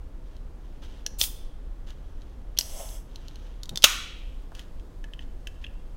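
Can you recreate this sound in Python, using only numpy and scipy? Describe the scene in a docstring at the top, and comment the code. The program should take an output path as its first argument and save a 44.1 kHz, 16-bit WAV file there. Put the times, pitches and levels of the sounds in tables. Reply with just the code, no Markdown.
"""Faint rubbing and ticks over a low ventilation rumble: a can of fizzy drink is eased open close by.
The tab ticks on the taut lid; the seam cracks and lets out a spurt of gas, later a thin leak.
The score line yields in steps, then the panel tears open with one loud pop.
The drink fizzes faintly while the tab is bent back, tapping the slack lid."""
import sys
import numpy as np
from scipy import signal
from scipy.fft import rfft, irfft
from scipy.io import wavfile
from scipy.ndimage import uniform_filter1d

SR = 44100
rng = np.random.default_rng(int(sys.argv[2]) if len(sys.argv) > 2 else 0)


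def file_out(sig):
    """Save sig as 16-bit WAV at sys.argv[1]."""
    # one column per channel
    cols = np.atleast_2d(sig).T
    # limit, then scale
    lim = np.clip(cols, -1, 1)
    pcm = np.round(lim * 32767).astype(np.int16)
    wavfile.write(sys.argv[1], SR, pcm)


N = 262836
TIME_S = np.arange(N) / SR
BLOW_S = TIME_S[:SR // 8]
SPURT_S, LEAK_S, POP_S = 1.183, 2.587, 3.8406

# Noise spectra: freq_hz, relative_density_db
VENT_SPECTRUM = [(8.8, -36), (15, 0), (36, -0.5), (91, -19), (103, -24), (145, -23.5), (212, -29),
                 (246, -25.5), (440, -33.5), (480, -31), (661, -37.5), (1050, -41), (2450, -53),
                 (3680, -56), (15800, -68)]
REVERB_SPECTRUM = [(200, -1), (1200, 7), (3000, -4.5), (7000, 0.5), (15000, 5.5)]
FIZZ_SPECTRUM = [(1500, -21), (3200, 1), (6200, -2), (10000, -7), (15500, -10)]
RUB_SPECTRUM = [(600, -9.5), (1250, -5), (1680, -2), (2200, -7.5), (3150, 1), (4500, -8), (5500, -10),
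                (6200, -8.5), (7500, -17), (15000, -26)]
GRIP_SPECTRUM = [(70, -25), (130, 5), (190, -2), (300, -9), (800, -18.5), (2000, -37.5), (10000, -69)]
KNOCK_SPECTRUM = [(200, -9), (550, 4.5), (900, 1.5), (1250, -2.5), (1600, -0.5), (2200, -26.5), (5000, -43)]
SPURT_SPECTRUM = [(450, -36.5), (800, -15), (2000, -18.5), (2800, -6.5), (3600, -4), (5200, -4),
                  (6500, -1.5), (7600, -4), (9000, -1), (11000, -4), (13500, -2.5), (15300, -3)]
FLUTTER_SPECTRUM = [(300, -16), (480, -4.5), (630, 5), (850, -5), (1200, -12.5), (2200, -30), (4000, -35),
                    (12000, -62)]
CRACK_SPECTRUM = [(400, -11.5), (1800, -13.5), (3200, 0), (6000, 0.5), (8500, -8.5), (13000, -13.5),
                  (16000, -18.5)]
TEAR_SPECTRUM = [(150, -44.5), (330, -25.5), (540, -16.5), (800, -17), (1020, -15.5), (1400, -7),
                 (1800, -15), (2600, -2.5), (3900, 1), (4600, -8.5), (6300, -4.5), (8500, -15),
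                 (15800, -18.5)]
POP_SPREAD_SPECTRUM = [(200, -36.5), (550, -15.5), (800, -19), (1330, -3.5), (1700, -12.5), (2600, 0.5),
                       (3250, 3), (3900, -0.5), (4600, -8), (6300, -3), (8700, -16), (12500, -18),
                       (15800, -25)]   # averaged over all directions

# Metal modes: freq_hz, level_db, t60_s
TAUT_MODES = [(613, -22, .022), (1870, -22.5, 0.0065), (2690, -12, 0.016), (3120, -5, 0.014),
              (4250, -2, .01), (4970, -4, .007), (5900, -4.5, 0.0048), (6530, -8.5, 0.0088),
              (10400, -11.5, 0.0046), (12400, -10, 0.005)]   # lid under pressure
SLACK_MODES = [(1550, -11, 0.017), (1774, -6, 0.019), (2110, -12, 0.016), (2550, -10, 0.026),
               (3114, -1, 0.023), (3588, -22, .012), (4640, -16, 0.0079), (6120, -17, 0.016)]   # lid, pressure gone
PANEL_MODES = [(560, -19, 0.034), (1400, -17.5, 0.063), (2637, -0.5, .022), (3030, 3, 0.023),
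               (3890, -6.5, 0.014), (5100, -11, .012), (6075, -0.5, .012)]   # panel snapping in

# Room decay: freq_hz, t60_s
ROOM_DECAY = [(250, .45), (1000, 0.47), (2800, 0.87), (5500, 0.53), (8000, .48), (11000, .38),
              (15000, 0.31)]
# Echoes off table and body: delay_s, gain_db
NEAR_ECHOES = [(.0021, -19), (.0046, -19.5), (.0088, -19.5), (0.0137, -25)]
# Finger strokes and tab scrapes: start_s, length_s, level_db
STROKES = [(0.24, 0.11, -72), (0.599, 0.18, -74.5), (0.818, 0.033, -54.5), (0.851, 0.13, -61.5),
           (1.863, .045, -55.5), (1.915, 0.38, -74), (3.061, 0.41, -63.5), (4.542, 0.063, -54),
           (5.2, .03, -60.5), (5.611, 0.029, -59.5)]
# Fingertip on the can wall: start_s, level_db
WALL_KNOCKS = [(0.826, -49), (4.519, -44.5), (5.041, -51.5)]
# Resonances of the leak: freq_hz, width_hz, level_db
SLIT_RESONANCES = [(2200, 200, -7.5), (3300, 580, 2.5), (5570, 450, 1), (6300, 500, 5.5), (7730, 760, 4),
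                   (8750, 540, -4), (10400, 460, 1.5), (10800, 470, -3), (12500, 500, -5),
                   (13860, 400, -30)]
# Fingernail catching the tab: start_s, level_db
NAIL_TICKS = [(0.3664, -53), (1.9051, -47.5), (2.219, -52.5), (2.8898, -44.5), (3.1586, -38.5),
              (3.2829, -41.5), (3.3575, -45)]
# Seam cracking under pressure: start_s, level_db, ring_hz, ring_db, crack_db
SEAM_SNAPS = [(1.0639, -22.3, 5850, 12.5, -3.5), (1.0642, -42.5, 1680, 10.5, -14),
              (1.2134, -12.8, 3550, 7, -4), (1.2388, -23.5, 3400, 8, -2.5), (2.5695, -43, 3010, 7, -17),
              (2.5743, -32.5, 3160, 9, -12), (2.5762, -34.5, 3400, 7, -10), (2.5874, -12.5, 5740, 8.5, -4),
              (2.5879, -21, 12600, 18.5, -7), (2.6102, -23.5, 5000, 10.5, -9)]
# Score line yielding: start_s, level_db, ring_db
SCORE_YIELDS = [(3.6328, -34, -1.5), (3.6563, -43.5, 0.5), (3.693, -31.5, 2.5), (3.7579, -28, 2.5),
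                (3.7738, -21.5, 8), (3.8223, -29.5, 4), (3.8298, -26.5, 2.5), (3.837, -23.5, 2)]
# Tab on the opened lid: start_s, level_db, ring_hz, ring_db, crack_db
TAB_TAPS = [(4.5508, -43, 3240, 5, 2), (4.5936, -37.5, 3240, 0, -3.5), (4.7968, -55, 2750, -2, -6),
            (5.0413, -41, 1727, 5, -9), (5.1354, -37.5, 3050, 8, -11), (5.192, -38.5, 3100, -4, -30),
            (5.2232, -50.5, 3120, 0, -14), (5.4711, -33.5, 2750, 1, -7), (5.6416, -37, 2660, 4, -22),
            (5.6458, -35.5, 3300, 6, -29), (5.6657, -40.5, 2780, 14, -10)]


def from_db(db):
    """Decibels to gain."""
    return 10 ** (np.asarray(db) / 20)


def unit_rms(x):
    """Scale to rms 1."""
    return x / np.sqrt(np.mean(x ** 2) + 1e-20)


def at_hz(points, hz):
    """Read a table on a log-frequency axis."""
    freqs, values = np.transpose(points)
    return np.interp(np.log(np.maximum(hz, 1)), np.log(freqs), values)


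def add(track, start_s, sound):
    """Mix a sound into the track."""
    start = int(round(start_s * SR))
    track[start:start + len(sound)] += sound[:N - start]


def fade(t60_s):
    """Free decay of one blow."""
    return from_db(-60 * BLOW_S / t60_s)


def envelope(start_s, attack_s, hold_s, t60_s):
    """Gain that rises, holds, then dies away."""
    age_s = np.maximum(TIME_S - start_s, 0)
    return (1 - np.exp(-age_s / attack_s)) * from_db(-60 * np.maximum(age_s - hold_s, 0) / t60_s)


def noise(spectrum, size=N):
    """Shaped noise, rms 1."""
    hz = np.arange(size // 2 + 1) * SR / size
    return unit_rms(irfft(rfft(rng.standard_normal(size)) * from_db(at_hz(spectrum, hz)), size))


def burst(spectrum, t60_s):
    """Decaying puff of noise with a smooth spectrum."""
    puff = rfft(rng.standard_normal(len(BLOW_S)) * fade(t60_s))
    hz = np.arange(len(puff)) * SR / len(BLOW_S)
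    shaped = irfft(puff / np.abs(puff) * from_db(at_hz(spectrum, hz)), len(BLOW_S))
    tapered = shaped * np.sqrt(fade(2 * t60_s))
    return unit_rms(tapered) * np.sqrt(np.mean(fade(t60_s) ** 2))


def mode(hz, t60_s):
    """One struck resonance; thin metal radiates almost nothing far below it."""
    motion = fade(t60_s) * np.sin(2 * np.pi * hz * BLOW_S)
    return np.gradient(motion) / np.sin(2 * np.pi * min(hz, SR / 4) / SR)


def ring(modes, detune):
    """Modes of alternating sign; the flexing lid retunes them slightly at each blow."""
    return sum((-1) ** k * from_db(db) * mode(hz * (1 + detune * rng.standard_normal()), t60_s)
               for k, (hz, db, t60_s) in enumerate(modes))


def ventilation(level_db):
    """Steady low rumble of air."""
    return from_db(level_db) * noise(VENT_SPECTRUM)


def room(direct, outward, wet_db, build_s):
    """Direct sound, its near echoes, and a diffuse tail fed by what radiates outward."""
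    age_s, hz = TIME_S[:SR], np.arange(SR // 2 + 1)
    diffuse = rfft(noise(REVERB_SPECTRUM, size=SR))
    centres_hz = np.geomspace(125, 16000, 15)
    tail = np.zeros(SR)
    for centre_hz, band in zip(centres_hz, np.eye(len(centres_hz))):
        decay = from_db(-60 * age_s / at_hz(ROOM_DECAY, centre_hz))
        tail += irfft(diffuse * np.interp(hz, centres_hz, band), SR) * decay
    tail *= 1 - np.exp(-age_s / build_s)
    tail *= from_db(wet_db) / np.sqrt(np.sum(tail ** 2))
    out = direct + signal.fftconvolve(outward, tail)[:N]
    for delay_s, db in NEAR_ECHOES:
        add(out, delay_s, from_db(db) * direct)
    return out


def fizz(rate_per_s, steady_db, surge_db, settle_s):
    """Tiny uneven bubbles burst at random in the open can; the first surge soon settles."""
    bubbles = (rng.random(N) < rate_per_s / SR) * rng.standard_normal(N)
    crackle = signal.fftconvolve(bubbles, burst(FIZZ_SPECTRUM, t60_s=.0072))[:N]
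    surge = from_db(surge_db) * np.exp(-np.abs(TIME_S - POP_S) / settle_s)
    return (TIME_S > POP_S) * (from_db(steady_db) + surge) * unit_rms(crackle)


def fingers(grain_db, rest_db):
    """Skin catches and slides on the can in millisecond grains; the grip shifts, a fingertip knocks."""
    roughness = unit_rms(uniform_filter1d(rng.standard_normal(N), size=90))
    grains = unit_rms(from_db(grain_db * roughness))
    strokes = sum(from_db(db) * envelope(start_s, .15 * length_s, length_s, 2.5 * length_s)
                  for start_s, length_s, db in STROKES)
    rub = (from_db(rest_db) + strokes) * grains * noise(RUB_SPECTRUM)
    shudder = from_db(-41) * envelope(start_s=3.71, attack_s=.004, hold_s=.028, t60_s=.16)
    out = rub + shudder * noise(GRIP_SPECTRUM)
    for start_s, db in WALL_KNOCKS:
        add(out, start_s, from_db(db) * burst(KNOCK_SPECTRUM, t60_s=.044))
    return out


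def slit_hiss(turbulence_db):
    """A narrow jet excites the slit's resonances; plain turbulence fills the valleys."""
    jet, hiss = rng.standard_normal(N), np.zeros(N)
    for hz, width_hz, db in SLIT_RESONANCES:
        radius = np.exp(-np.pi * width_hz / SR)
        feedback = [1, -2 * radius * np.cos(2 * np.pi * hz / SR), radius ** 2]
        hiss += from_db(db) * (1 - radius ** 2) / 2 * signal.lfilter([1, 0, -1], feedback, jet)
    return unit_rms(unit_rms(hiss) + from_db(turbulence_db) * noise(SPURT_SPECTRUM))


def gas(widest_s, widen_s):
    """A broad spurt; later a puff and a thin leak that swells and flutters as the slit widens."""
    hiss = slit_hiss(turbulence_db=-11)
    spurt = from_db(-25.2) * envelope(SPURT_S, attack_s=.025, hold_s=.058, t60_s=.13)
    puff = from_db(-29.5) * envelope(LEAK_S, attack_s=.0017, hold_s=.0024, t60_s=.067)
    flow = envelope(LEAK_S, attack_s=.003, hold_s=.372, t60_s=.23)
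    opening = np.exp(-np.abs(TIME_S - widest_s) / widen_s)
    leak = puff + flow * from_db(-50.5 + 7 * opening)
    flutter = flow * from_db(-60.5 + 17 * opening)
    return spurt * noise(SPURT_SPECTRUM) + leak * hiss + flutter * noise(FLUTTER_SPECTRUM)


def tick(modes, ring_hz, ring_db, crack_db, ring_cycles, crack_t60_s):
    """A brief crack rings the lid, with one mode at ring_hz set by the load. Attack at rms 1."""
    load_mode = from_db(ring_db) * mode(ring_hz, t60_s=ring_cycles / ring_hz)
    sound = ring(modes, detune=.025) + load_mode
    sound += from_db(crack_db) * burst(CRACK_SPECTRUM, crack_t60_s)
    sound *= 1 - np.exp(-BLOW_S / .0003)   # a slip takes a moment to build
    return sound / sound[BLOW_S < .0022].std()


def opened_lid():
    """The tab taps the slack lid, which rings lower and longer than when taut."""
    out = np.zeros(N)
    for start_s, db, hz, ring_db, crack_db in TAB_TAPS:
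        tap = tick(SLACK_MODES, hz, ring_db, crack_db, ring_cycles=45, crack_t60_s=.021)
        add(out, start_s, from_db(db) * tap)
    return out


def sealed_lid(nail_hz, softening_exponent):
    """Light nail ticks, dry seam snaps, then yields that fall in pitch as the panel softens."""
    out = np.zeros(N)
    for start_s, db in NAIL_TICKS:
        nail = tick(TAUT_MODES, nail_hz, ring_db=-4, crack_db=-8.5, ring_cycles=50, crack_t60_s=.014)
        add(out, start_s, from_db(db) * nail)
    for start_s, db, hz, ring_db, crack_db in SEAM_SNAPS:
        snap = tick(TAUT_MODES, hz, ring_db, crack_db, ring_cycles=34, crack_t60_s=.016)
        add(out, start_s, from_db(db) * snap)
    for start_s, db, ring_db in SCORE_YIELDS:
        hz = 4290 * (POP_S - start_s) ** softening_exponent
        slip = tick(TAUT_MODES, hz, ring_db, crack_db=1, ring_cycles=58, crack_t60_s=.016)
        add(out, start_s, from_db(db) * slip)
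    return out


def pop(tear_db, tear_t60_s, gush_db, gush_t60_s, spread_db):
    """The score tears, the panel snaps in, the last gas gushes: head-on, and as sent into the room."""
    panel = ring(PANEL_MODES, detune=.004)
    tear = from_db(tear_db) * burst(TEAR_SPECTRUM, tear_t60_s)
    gush = from_db(gush_db) * burst(TEAR_SPECTRUM, gush_t60_s)
    head_on, all_round = np.zeros(N), np.zeros(N)
    add(head_on, POP_S, panel + tear + gush)
    add(all_round, POP_S, from_db(spread_db) * burst(POP_SPREAD_SPECTRUM, tear_t60_s))
    return head_on, all_round


def scene():
    """The can in the room, over the ventilation; mono."""
    sealed = sealed_lid(nail_hz=4050, softening_exponent=.07)
    head_on, all_round = pop(tear_db=4, tear_t60_s=.025, gush_db=-16, gush_t60_s=.1, spread_db=4.5)
    fully_sent = opened_lid() + gas(widest_s=2.8, widen_s=.09)
    fully_sent += fizz(rate_per_s=3000, steady_db=-74.5, surge_db=-68.5, settle_s=.35)
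    fully_sent += fingers(grain_db=2.5, rest_db=-77)
    outward = fully_sent + all_round + from_db(-3.5) * sealed   # the sealed lid radiates mostly toward the listener, less into the room
    can = room(fully_sent + head_on + sealed, outward, wet_db=-11, build_s=.0022)
    return (can + ventilation(level_db=-37))[None]


def record(dry):
    """The pop clips at full scale; a steep low-pass cuts the top."""
    cutoff_hz = 15900
    lowpass = signal.ellip(12, .1, 70, cutoff_hz, fs=SR, output="sos")
    return signal.sosfilt(lowpass, np.clip(dry, -1, 1))


dry = scene()
out = record(dry)
file_out(out)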